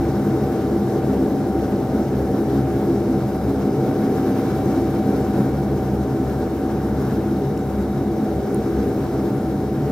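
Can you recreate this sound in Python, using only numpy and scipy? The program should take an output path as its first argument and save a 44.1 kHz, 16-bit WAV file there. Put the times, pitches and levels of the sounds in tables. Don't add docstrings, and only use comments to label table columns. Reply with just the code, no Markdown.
import sys
import numpy as np
from scipy import signal
from scipy.fft import rfft, irfft, next_fast_len
from scipy.io import wavfile

SR = 44100
rng = np.random.default_rng(int(sys.argv[2]) if len(sys.argv) > 2 else 0)


def materialize(psi):
    bounded = np.clip(np.atleast_2d(psi).T, -1, 1)
    quanta = np.round(bounded * 32767).astype(np.int16)
    wavfile.write(sys.argv[1], SR, quanta)


N = 437031
FFT_SIZE = next_fast_len(N)
HZ = np.maximum(np.arange(FFT_SIZE // 2 + 1) * SR / FFT_SIZE, 1)

# frequency in Hz, share of the power common to both.
COHERENCE = [(25, .98), (60, 1), (300, 0.99), (700, 0.92), (1300, 0.89), (2100, 0.66), (3500, 0.21),
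             (5000, 0.82), (7000, 0.24), (10000, 0.12), (12000, 0.52), (14000, 0.17)]
# frequency in Hz, left minus right in dB.
BALANCE = [(60, 1.5), (150, 0.5), (380, 0.5), (950, 1.5), (2380, 1.5), (5980, 0), (15000, 0.5)]
# time in seconds, level in dB.
DRONE_LEVEL = [(0, -21), (1.3, -19), (1.9, -20), (2.8, -19.5), (3.6, -20.5), (5.1, -19.5), (5.9, -21),
               (6.5, -21.5), (7.4, -21.5), (8.0, -22), (8.6, -21.5), (9.9, -22.5)]
# centre in Hz, width in Hz, relative level in dB.
BLADE_HUMPS = [(63.5, 20, -23), (134.5, 17.6, -1), (204.6, 27, 1.5), (268, 28, 0.5), (335, 25.5, 0.5),
               (400.6, 31, -3), (457.5, 53, -6.5)]
# time in seconds, gain in dB of humps 2, 3, 4, 5 and of the upper two together.
HUMP_GAINS = [(0, 4, -0.9, -0.24, 0.23, 0), (.7, 0, 0.71, 0.93, 0.38, 2.5), (1.4, -7, 1.8, 2, 1, -1),
              (2.0, 0.5, 0, -1.5, -0.19, -2), (2.6, 0.5, -0.67, 0.21, -0.24, 1),
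              (3.3, 2.5, 0.083, 1.5, 1, -1.5), (4.0, -1, -0.053, 1.8, -0.11, 2.5),
              (4.7, 0.5, -0.21, 2, 0.5, 0), (5.2, -0.5, 1, 0, 0.16, 1), (5.7, 2.5, -2, 0.13, -0.36, -2),
              (6.4, 1, -1.3, -0.72, -1.3, 0), (7.2, -0.5, 1.3, 0, 1, 1), (7.9, 0.5, 1, 0, -0.021, -2.5),
              (8.5, -1.5, 1.5, 0, -0.1, 2.5), (9.15, 1, 0, 0, 1, 1), (9.9, 3.5, -0.25, 0, 0, -1.5)]
# frequency in Hz, relative spectral density in dB.
RUMBLE_SPECTRUM = [(30, -50), (50, -26), (64, -6), (100, -5), (170, -1.5), (250, -1), (295, -2), (330, 2.5),
                   (366, -10), (400, -1.5), (450, -0.5), (525, -5.5), (550, -3), (620, -4), (700, -8.5),
                   (735, -6), (900, -13.5), (1300, -44.5)]
ROAR_SPECTRUM = [(500, -2), (850, -3), (1040, -5.5), (1500, -6.5), (1930, -16), (2230, -17), (2420, -44),
                 (2600, -60.5), (3380, -47), (5720, -120)]
HISS_SPECTRUM = [(1410, -7), (2400, -1), (3470, -3), (3830, -1), (4470, -4), (5660, -2), (6550, -6),
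                 (9470, -11), (10800, -6), (15000, -4)]
HISS_EDGE = [(15300, -12), (15750, -15)]
WHEEL_SPECTRUM = [(10, -16), (25, -9), (45, 3), (60, -1), (90, -39)]
# time in seconds, level in dB.
ENGINE_LEVEL = [(0, -46), (.4, -45.8), (1.13, -47.5), (1.8, -47.5), (2.85, -47), (3.65, -48), (4.25, -44.5),
                (4.9, -45.5), (5.44, -46.5), (5.65, -49), (5.79, -46), (5.93, -49), (6.1, -48), (6.8, -48),
                (7.1, -46), (7.4, -49), (8.4, -48.5), (9.07, -47), (9.5, -49), (9.9, -47.5)]
# time in seconds, level in dB.
WHEEL_LEVEL = [(0, -56), (1.2, -55), (2.7, -55), (3.6, -54), (4.8, -58), (6.0, -51), (7.5, -53), (8.3, -50),
               (9.9, -49)]
# time in seconds, pitch in Hz, level in dB.
GEAR_TONE = [(0.0, 766.5, -34.6), (1.2, 767.2, -35.6), (1.8, 764.5, -35.4), (2.4, 762.4, -35.2),
             (3.0, 760.7, -38.6), (3.6, 760.4, -39), (4.0, 761.1, -34), (4.8, 762.7, -34),
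             (5.4, 762.3, -33.5), (5.8, 762.0, -37), (6.9, 759.5, -36.6), (7.6, 758.7, -38.2),
             (8.3, 759.0, -37.2), (9.9, 758.4, -37.2)]
# time in seconds, level in dB.
GEAR_THIRD = [(0, -62), (1.3, -68), (2.6, -62), (4.9, -58), (6.1, -63), (6.8, -68), (8.2, -62), (9.9, -64)]
# time in seconds, pitch in Hz, level in dB.
BLADE_TONES = [
    [(0, 70.6, -34), (1.2, 70.5, -37), (1.8, 71.4, -32.5), (2.5, 70.2, -38), (3.3, 70.5, -33),
     (4.2, 70.1, -42), (4.8, 70.4, -38), (6.2, 69.9, -32.5), (9.9, 70.26, -39)],
    [(0, 68.5, -42), (2.3, 68.2, -45), (3.2, 66.3, -48), (4.2, 67.4, -46), (6.2, 67.1, -40.5),
     (9.9, 66.4, -36.5)],
]
# multiple of the pitch, level in dB against the tone's mean.
BLADE_HARMONICS = [(2, -6), (3, -3.5), (4, -4), (5, -4), (6, -8.5)]
# centre in Hz, width in Hz, mean level in dB.
SHAFT_BANDS = [(35, 1.5, -64), (83, 2, -46.5), (746, 7.6, -52)]
TURBINE_BANDS = [(10481, 25, -74)]
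# centre in Hz, width in Hz.
WHISTLE_BANDS = [(3800, 110), (5000, 160), (5800, 200)]
# time in seconds, level in dB of each whistle.
WHISTLE_LEVELS = [(0, -69, -72, -76), (.8, -68, -70, -76), (1.5, -70, -72, -76), (2.5, -72, -72, -74),
                  (3.3, -67, -63, -73), (4.4, -62, -63, -72), (5.2, -66, -74, -74), (6.0, -76, -74, -75),
                  (6.9, -66, -72, -78), (7.999, -63, -72, -78), (9.0, -68, -69, -74), (9.9, -73, -72, -83)]
# start in seconds, ring peak in dB, ring pitch in Hz,
# time to fall 60 dB in seconds, crack against ring in dB, left minus right in dB.
TRIM_CONTACTS = [(7.5722, -38, 2700, .005, -6, 4), (7.5738, -44, 10300, .006, -5, 1),
                 (7.5762, -39, 5400, .012, -5, 1), (7.5765, -42, 6900, .014, -8, 1),
                 (7.592, -44, 7300, .012, -5, 1), (8.5455, -24.5, 9600, 0.0041, -8, -4),
                 (8.5585, -42, 13500, .006, -4, -4)]


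def amp(db):
    return 10 ** (np.asarray(db) / 20)


def unit_rms(x):
    return x / np.sqrt(np.mean(np.abs(x) ** 2) + 1e-20)


def in_time(rows):
    seconds, *columns = np.transpose(rows)
    return [np.interp(np.arange(N) / SR, seconds, column) for column in columns]


def in_frequency(rows):
    hz, value = np.transpose(rows)
    return np.interp(np.log(HZ), np.log(np.maximum(hz, 1)), value)


def drift(corner_hz):
    step, settle = 40, 2000
    pole = np.exp(-2 * np.pi * step * corner_hz / SR)
    white = rng.standard_normal(N // step + settle + 2)
    slow = signal.lfilter([1], [1, -2 * pole, pole * pole], white)[settle:]
    return np.interp(np.arange(N) / step, np.arange(len(slow)), unit_rms(slow - slow.mean()))


def phase_of(hz):
    return 2 * np.pi * np.cumsum(hz) / SR


def sine(phase, db):
    return np.sqrt(2) * amp(db) * np.sin(phase)


def band(hz, width_hz):
    return 1 / np.sqrt(1 + (2 * (HZ - hz) / width_hz) ** 4) / np.sqrt(width_hz)


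def waveform(spectra):
    return irfft(spectra, FFT_SIZE)[:, :N]


def at_ports(common, own=(0, 0), lag_s=.00003):
    delay = np.exp(-2j * np.pi * HZ * lag_s)
    lean = amp(in_frequency(BALANCE) / 2)
    return np.array([(common + own[0]) * lean, (common * delay + own[1]) / lean])


def noise_spectra(magnitude):
    white = rng.standard_normal((3, len(HZ))) + 1j * rng.standard_normal((3, len(HZ)))
    share = np.clip(in_frequency(COHERENCE), 0, 1)
    return magnitude * at_ports(white[0] * np.sqrt(share), white[1:] * np.sqrt(1 - share))


def noise(magnitude):
    return unit_rms(waveform(noise_spectra(magnitude)))


def gusty_noise(spectrum, gust, gust_db, flicker_db):
    spectra, out = noise_spectra(amp(in_frequency(spectrum))), 0
    low_hz, high_hz = spectrum[0][0], spectrum[-1][0]
    for centre in np.arange(np.log2(low_hz), np.log2(high_hz) + .5, .5):
        window = np.cos(np.pi * np.clip(np.log2(HZ) - centre, -.5, .5)) ** 2
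        out += waveform(spectra * window) * amp(gust_db * gust + flicker_db * drift(16))
    return unit_rms(out)


def propeller_drone(gust):
    surge_db = 0.22 * gust + 0.49 * drift(5.9)
    *lower, upper = in_time(HUMP_GAINS)
    humps = 0
    for (hz, width_hz, db), swell_db in zip(BLADE_HUMPS, [0, *lower, upper, upper]):
        humps += amp(db + swell_db + 0.47 * drift(0.94)) * noise(band(hz, width_hz))
    rumble = amp(-7) * noise(amp(in_frequency(RUMBLE_SPECTRUM)))
    return amp(in_time(DRONE_LEVEL)[0] + surge_db) * (unit_rms(humps) + rumble)


def exhaust_roar(gust, swing_db):
    return amp(-37.5 + 0.96 * swing_db) * gusty_noise(ROAR_SPECTRUM, gust, gust_db=0.8, flicker_db=0.5)


def vent_hiss(gust, engine_db, shaft_phase):
    throb_db = .45 * np.sin(shaft_phase)
    flow = gusty_noise(HISS_SPECTRUM + HISS_EDGE, gust, gust_db=0.65, flicker_db=1.0)
    return amp(engine_db + throb_db) * flow


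def wheel_roll():
    level_db = in_time(WHEEL_LEVEL)[0] - 2 * drift(.7)
    return amp(level_db) * noise(amp(in_frequency(WHEEL_SPECTRUM)))


def gear_whine():
    hz, db = in_time(GEAR_TONE)
    phase = phase_of(hz)
    third = sine(3 * phase, in_time(GEAR_THIRD)[0] + drift(3))
    fifth = sine(5 * phase, -77 + 2 * drift(2))
    return sine(phase, db + 0.8 * drift(3.4)) + third + fifth


def blade_tones(wander_hz=0.73, waver_db=3, harmonic_waver_db=3.5):
    out = 0
    for hz, db in map(in_time, BLADE_TONES):
        phase = phase_of(hz + wander_hz * drift(3.84))
        out += sine(phase, db + waver_db * drift(4.1))
        for multiple, relative_db in BLADE_HARMONICS:
            out += sine(round(multiple) * phase, db.mean() + relative_db + harmonic_waver_db * drift(2.5))
    return out


def shaft_hum(shaft_phase, swing_db):
    return sine(shaft_phase, -35.5 + 0.86 * swing_db)


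def rotor_tones(swing_db):
    bands = SHAFT_BANDS + TURBINE_BANDS
    power = sum(amp(2 * db) * band(hz, width_hz) ** 2 for hz, width_hz, db in bands)
    total_rms = np.sqrt(sum(amp(2 * db) for _, _, db in bands))
    return total_rms * amp(swing_db) * noise(np.sqrt(power))


def vent_whistles():
    return sum(amp(db) * noise(band(hz, width_hz))
               for (hz, width_hz), db in zip(WHISTLE_BANDS, in_time(WHISTLE_LEVELS)))


def trim_ticks(attack_s=0.00035, crack_t60_s=.007):
    out, t = np.zeros((2, N)), np.arange(SR // 50) / SR
    cracks = np.diff(rng.standard_normal((len(TRIM_CONTACTS), 2, len(t) + 1)))
    for (start_s, db, hz, t60_s, crack_db, pan_db), crack in zip(TRIM_CONTACTS, cracks):
        ring = np.sin(2 * np.pi * hz * t) * amp(-60 * t / t60_s) * np.minimum(t / attack_s, 1)
        tick = ring / ring.max() + amp(crack_db - 60 * t / crack_t60_s) * crack
        at = round(start_s * SR)
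        out[:, at:at + len(t)] += tick * amp([[db + pan_db / 2], [db - pan_db / 2]])
    return out


def scene():
    engine_db, = in_time(ENGINE_LEVEL)
    swing_db = engine_db - engine_db.mean()
    gust = unit_rms(drift(12.6) + 0.25 * drift(60))
    drone = propeller_drone(gust)
    roar = exhaust_roar(gust, swing_db)
    shaft_phase = phase_of(103.3 + 0.14 * drift(0.41))
    hiss = vent_hiss(gust, engine_db, shaft_phase)
    roll = wheel_roll()
    tones = gear_whine() + blade_tones() + shaft_hum(shaft_phase, swing_db)
    coherent_tones = waveform(at_ports(rfft(tones, FFT_SIZE)))
    return drone + roar + hiss + roll + coherent_tones + rotor_tones(swing_db) + vent_whistles() + trim_ticks()


def record(dry, cutoff_hz=15760):
    return signal.sosfilt(signal.ellip(14, .5, 60, cutoff_hz, fs=SR, output="sos"), dry)


dry = scene()
out = record(dry)
materialize(out)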